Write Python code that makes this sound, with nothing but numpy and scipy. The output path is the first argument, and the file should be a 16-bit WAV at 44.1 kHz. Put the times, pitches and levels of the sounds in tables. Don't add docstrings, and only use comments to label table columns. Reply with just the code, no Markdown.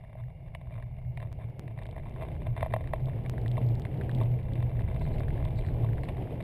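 import sys
import numpy as np
from scipy import signal
from scipy.fft import rfft, irfft
from scipy.io import wavfile
from scipy.ndimage import uniform_filter1d

SR = 44100
rng = np.random.default_rng(int(sys.argv[2]) if len(sys.argv) > 2 else 0)


def put_to_file(sound):
    columns = np.atleast_2d(sound).T
    safe = np.clip(columns, -1, 1)
    whole_steps = np.round(safe * 32767)
    wavfile.write(sys.argv[1], SR, whole_steps.astype(np.int16))


N = 283563
T = np.arange(N) / SR

# (pitch [Hz], time to fade by 60 dB [s], level [dB])
CASE_TONES = [(640, 0.04, 4), (683, 0.064, -15), (956, 0.027, -3.5), (1034.5, 0.02, 0.5),
              (1678, 0.012, -3.5), (2069, 0.021, -2.5), (2350, 0.04, -6.5), (2695, 0.068, -13.5),
              (2690, 0.082, -17.5), (3130, 0.048, -12), (3566, 0.02, 2.5), (3900, 0.042, -12.5)]
# thud, clack, click and edge (pitch [Hz])
RANGES_HZ = [650, 1000, 2100, 3600]


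def undb(db):
    return 10 ** (np.asarray(db) / 20)


def unit(x):
    return x / np.sqrt(np.mean(x ** 2))


def curves(table):
    times, *columns = np.transpose(table)
    return [np.interp(T, times, column) for column in columns]


def noise(spectrum):
    hz, db = np.transpose(spectrum)
    f = np.fft.rfftfreq(N, 1 / SR) + 1
    gain = undb(np.interp(np.log(f), np.log(hz), db, right=-120))
    return unit(irfft(rfft(rng.standard_normal(N)) * gain, N))


def band(hz, width_hz):
    f = np.fft.rfftfreq(N, 1 / SR) + 1
    off_pitch = (f * f - hz * hz) / (f * width_hz)
    return unit(irfft(rfft(rng.standard_normal(N)) / (1 + 1j * off_pitch) ** 2, N))


def drift(turns_per_s):
    hold = int(SR / turns_per_s)
    steps = np.repeat(rng.standard_normal(N // hold + 1), hold)
    return 1.47 * uniform_filter1d(uniform_filter1d(steps, hold), hold)[:N]


def add(out, s, sound):
    i = int(s * SR)
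    out[i:i + len(sound)] += sound[:N - i]


def click(hz, cycles):
    t = T[:SR // 100]
    age = t * hz / cycles
    return age * np.exp(1 - age) * np.sin(2 * np.pi * hz * t)


def case_ring(shares_db, detune=0.0047, travel_s=0.0015, contact_s=0.00022):
    hz, fade_s, db = np.transpose(CASE_TONES)[:, :, None]
    gain = undb(db + np.interp(np.log(hz), np.log(RANGES_HZ), shares_db))
    delay_s = travel_s * (np.sqrt(hz[0] / hz) - np.sqrt(hz[0] / hz[-1]))
    t = np.maximum(T[:SR // 12] - delay_s, 0)
    hz = hz * (1 + detune * rng.standard_normal(hz.shape))
    rise = 1 - np.exp(-(t / contact_s) ** 2)
    fade = np.exp(-np.log(1000) * t / fade_s)
    return np.sum(rise * gain * fade * np.sin(2 * np.pi * hz * t), axis=0)


def pedalling():
    # steady at first, then slow, uneven swells (time [s])
    marks = [1.5, -0.03, -2.03, 0, 2.5, 5, 9.5, 3.5, 4, 6.6]
    return np.cos(2 * np.pi * np.interp(T, marks, np.arange(len(marks))))


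def frame_boom(hz=119, width_hz=34, wander=0.045):
    # (time [s], level [dB])
    shaking = [(0.0, -46.5), (0.45, -48.5), (0.6, -40.5), (2.4, -41), (3.2, -33.5), (3.9, -32.5),
               (4.8, -36.5), (5.6, -34.5), (6.43, -35.5)]
    # (time [s], length [s], level [dB])
    patches = [(0.242, 0.063, -35.5), (0.774, 0.067, -37), (1.078, 0.032, -34), (1.22, 0.04, -32.5),
               (1.47, 0.05, -37), (2.504, 0.063, -29.5), (2.74, 0.16, -32.5), (3.055, 0.048, -27),
               (3.298, 0.1, -32), (3.525, 0.14, -27.5), (3.693, 0.085, -24), (4.147, 0.11, -27),
               (4.315, 0.12, -24.5), (4.613, 0.12, -30), (4.783, 0.071, -28.5), (5.275, 0.033, -27.0),
               (5.876, 0.13, -28)]
    boom_db, = curves(shaking)
    phase = 2 * np.pi * np.cumsum(hz * (1 + wander * drift(22))) / SR
    power = sum(undb(db - 0.93) ** 2 / 2 ** ((2 * (T - s) / length) ** 2) for s, length, db in patches)
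    ragged = band(hz, width_hz) * undb(boom_db - 2)
    return ragged + unit(np.sin(phase)) * np.sqrt(power)


def rolling(rumble_db, rush_db, flutter_db=2.0):
    # (pitch [Hz], level [dB])
    rumble_shape = [(12, -14), (25, -2.5), (45, -3.5), (62, 0), (85, -1.5), (105, -3.5), (160, -4.5),
                    (200, -35.5), (300, -41.5)]
    # (pitch [Hz], level [dB])
    rush_shape = [(120, -18.5), (180, 8.5), (260, 2), (400, 2), (520, -0.5), (700, -4), (850, -8),
                  (1100, -23), (1350, -28), (2000, -24.5), (3000, -27), (4200, -41.5), (6000, -49.5)]
    rumble = noise(rumble_shape) * undb(rumble_db - 0.35)
    rush = noise(rush_shape) * undb(rush_db - 0.5 + flutter_db * drift(30))
    return rumble + rush


def chain(rattle_db, blows_per_s=260, scatter_db=6.5, colour_db=4):
    # (time [s], length [s], rise [dB])
    grinds = [(0.186, 0.05, 13.5), (0.748, 0.035, 6), (1.23, 0.039, 17.5), (1.427, 0.062, 15),
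              (2.07, 0.02, 6), (2.222, 0.11, 6.5), (2.605, 0.069, 10)]
    grind_db = sum(db * np.exp(-(2 * (T - s) / length) ** 4) for s, length, db in grinds)
    link_lands = rng.random(N) < blows_per_s / SR
    blows = link_lands * undb(scatter_db * np.minimum(rng.exponential(size=N), 3.5))
    t, out = T[:SR // 16], np.zeros(N)
    rise = 1 - np.exp(-t / 0.0004)
    for hz, fade_s, db in CASE_TONES:
        tone = rise * np.exp(-np.log(1000) * t / fade_s) * np.sin(2 * np.pi * hz * t)
        share_db = np.interp(np.log(hz), np.log(RANGES_HZ), [2, -1, 0, -15])
        mix = np.sign(rng.standard_normal(N)) * undb(colour_db * (2 * rng.random(N) - 1))
        out += undb(db + share_db) * signal.oaconvolve(blows * mix, tone)[:N]
    return unit(out) * undb(rattle_db + grind_db + 8.5 + drift(35))


def whirr():
    # (pitch [Hz], width [Hz], level [dB])
    cog_tones = [(2182, 300, -72), (2808, 150, -80.5)]
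    return sum(undb(db) * band(hz, width) for hz, width, db in cog_tones)


def outdoor_air(level_db=-62):
    # (pitch [Hz], level [dB])
    hiss_shape = [(200, 0), (330, -13), (480, 6.5), (630, 14.5), (780, 7.5), (980, -2.5), (1300, -23),
                  (2200, -16), (3000, -23.5), (4500, -27), (6000, -28.5)]
    return undb(level_db) * noise(hiss_shape)


def grit(rush_db, low_hz=1600, high_hz=4100, db_per_octave=-6, count=420):
    out = np.zeros(N)
    for when, pitch, smallness in rng.random((count, 3)):
        hz = low_hz * (high_hz / low_hz) ** pitch
        size_db = -11 - 5.5 * np.log(smallness + 0.04)
        db = rush_db[int(when * N)] + size_db + db_per_octave * np.log2(hz / low_hz)
        add(out, when * N / SR, undb(db) * click(hz, cycles=0.61))
    return out


def link_tick(hz, bounce_s=0.0011, bounce_db=-7):
    out = undb(-9) * case_ring(shares_db=[0, -1, 0, -12], detune=0.04)
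    hit = click(hz, cycles=0.87)
    add(out, 0, hit)
    add(out, bounce_s * (.5 + rng.random()), undb(bounce_db) * hit)
    return out


def chain_ticks(rattle_db, stray_db=18, scatter_db=2.5, stray_hz=2000, spread_octaves=0.25, count=32):
    # (time [s], level [dB], pitch [Hz])
    loud_ticks = [(0.5493, -31, 2230), (0.8248, -42, 1950), (1.1737, -34, 2010), (1.2018, -41, 1930),
                  (1.4117, -48, 2020), (1.6788, -40.5, 2140), (1.7884, -38.5, 1980), (1.8553, -40, 2000),
                  (1.9837, -44.5, 2090), (2.6083, -30.5, 1940), (2.7245, -39, 1890), (2.8738, -38, 2020),
                  (3.2614, -35.5, 2040), (3.3796, -38.5, 1660), (3.4606, -35.5, 1750), (3.57, -36, 2100),
                  (3.8516, -32, 1950), (4.0115, -36, 1710), (4.0938, -35, 1640), (4.2027, -36.5, 2080),
                  (4.5552, -39.5, 2260), (4.7929, -40.5, 1870), (5.2056, -40, 1680), (5.2819, -38.5, 1730),
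                  (6.0344, -34.5, 2120), (6.0889, -34, 2400)]
    out = np.zeros(N)
    for s, db, hz in loud_ticks:
        add(out, s, undb(db) * link_tick(hz))
    for k, (when, size, pitch) in enumerate(rng.random((count, 3))):
        i = int((k + when) / count * N)
        db = rattle_db[i] + stray_db + scatter_db * (2 * size - 1)
        hz = stray_hz * 2 ** (spread_octaves * (2 * pitch - 1))
        add(out, i / SR, undb(db) * link_tick(hz))
    return out


def knocks(crack_hz=1880, crack_db=-8, bounce_s=0.0038, bounce_db=-16):
    # (time [s], level [dB], brightness [dB per octave])
    bumps = [(0.152, -42.5, -11), (0.707, -47.5, -1), (0.784, -44, -4), (1.226, -40.5, 2.5),
             (1.387, -43, -13), (1.963, -37, -11), (2.564, -39, 3.5), (2.627, -22, -1), (2.66, -28, -5.5),
             (2.737, -20.5, 0), (2.762, -25, -6.5), (2.934, -22.5, -1), (3.336, -38, -6), (4.625, -42, 5.5),
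             (5.399, -43, -2), (6.085, -40, 4.5)]
    knock_shares = [-0.5, -1.5, -11, -22]
    octaves = np.log2(np.divide(RANGES_HZ, RANGES_HZ[0]))
    out = np.zeros(N)
    for s, db, brightness in bumps:
        shares_db = knock_shares + brightness * octaves
        add(out, s, undb(db) * case_ring(shares_db))
        add(out, s, undb(db + crack_db + brightness) * click(crack_hz, cycles=1.56))
        add(out, s + bounce_s, undb(db + bounce_db) * case_ring(shares_db))
    return out


def snaps(settle_s=0.0018):
    # (time [s], level [dB])
    jumps = [(1.3285, -37), (1.595, -30), (2.0960, -45), (3.2971, -24.5), (3.7975, -33.5)]
    out = np.zeros(N)
    for s, db in jumps:
        add(out, s, -undb(db) * np.exp(-T[:SR // 50] / settle_s))
    return out


def pebbles():
    # (time [s], level [dB])
    stones = [(1.8338, -47), (1.8664, -45.5), (1.9116, -46.5), (2.228, -48.5), (3.0575, -45), (3.4804, -38),
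              (3.5156, -39), (3.8198, -43), (4.1143, -39), (4.1495, -38.5), (4.2346, -43.5), (4.535, -42.5),
              (5.4511, -39.5)]
    out = np.zeros(N)
    for s, db in stones:
        add(out, s, undb(db) * click(hz=3400, cycles=0.8))
    return out


def clonks():
    # (time [s], level [dB])
    pushes = [(2.058, -38.5), (2.159, -39), (3.5765, -23), (4.2105, -23), (5.843, -27)]
    out = np.zeros(N)
    for s, db in pushes:
        add(out, s, undb(db) * case_ring(shares_db=[-5, 4, -17, -19], contact_s=0.0031))
    return out


def chirps():
    # (time [s], length [s], level [dB])
    calls = [(5.037, 0.05, -65), (5.14, 0.038, -67.5), (5.584, 0.035, -60.5), (5.675, 0.055, -67.5)]
    swells = sum(undb(db) * np.exp(-(2 * (T - s) / length) ** 2) for s, length, db in calls)
    return swells * band(hz=4000, width_hz=700)


def scene(push_rumble_db=4.5, push_chain_db=4, low_cut_hz=470):
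    # (time [s], road rumble [dB], rush of air and tyres [dB])
    ride = [(0, -51.5, -64.5), (0.45, -46.5, -62.0), (1.1, -44.5, -59.0), (1.5, -46.0, -55.0),
            (1.8, -39.0, -52.5), (2.3, -41.5, -45.0), (2.5, -38.5, -48.5), (3.1, -37.0, -45.5),
            (3.45, -33.5, -44.5), (4.05, -31.5, -40.5), (4.4, -36.0, -44.5), (4.85, -35.5, -44.5),
            (5.1, -33.5, -40.5), (6.15, -34.5, -40.5), (6.43, -38.5, -42.5)]
    # (time [s], level [dB])
    rattle = [(0.0, -71.5), (0.3, -76.5), (0.75, -69), (1.05, -78), (1.63, -74), (1.74, -65), (3.56, -63.5),
              (6.23, -63.5), (6.43, -55)]
    rumble_db, rush_db = curves(ride)
    rattle_db, = curves(rattle)
    push = pedalling()
    rattle_db += push_chain_db * push
    road = frame_boom() + rolling(rumble_db + push_rumble_db * push, rush_db)
    blows = chain(rattle_db) + chain_ticks(rattle_db) + knocks() + clonks() + grit(rush_db) + pebbles()
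    blows = signal.sosfilt(signal.butter(3, low_cut_hz, "high", fs=SR, output="sos"), blows)
    return (road + blows + whirr() + chirps() + outdoor_air())[None]


def record(dry, sound_top_hz=5500, step_hz=12000, fizz_db=-10, output_top_hz=15500):
    sound = signal.sosfilt(signal.ellip(8, .2, 70, sound_top_hz, fs=SR, output="sos"), dry)
    slope = np.gradient(sound, axis=1) * SR
    mirrored = slope / (np.pi * step_hz) * np.cos(2 * np.pi * step_hz * T)
    fall = np.maximum(np.fft.rfftfreq(N, 1 / SR) / step_hz, .5) ** -2.4
    fizz = undb(fizz_db) * irfft(rfft(mirrored) * fall, N)
    top_cut = signal.ellip(8, .2, 70, output_top_hz, fs=SR, output="sos")
    return signal.sosfilt(top_cut, sound + fizz + snaps())


dry = scene()
out = record(dry)
put_to_file(out)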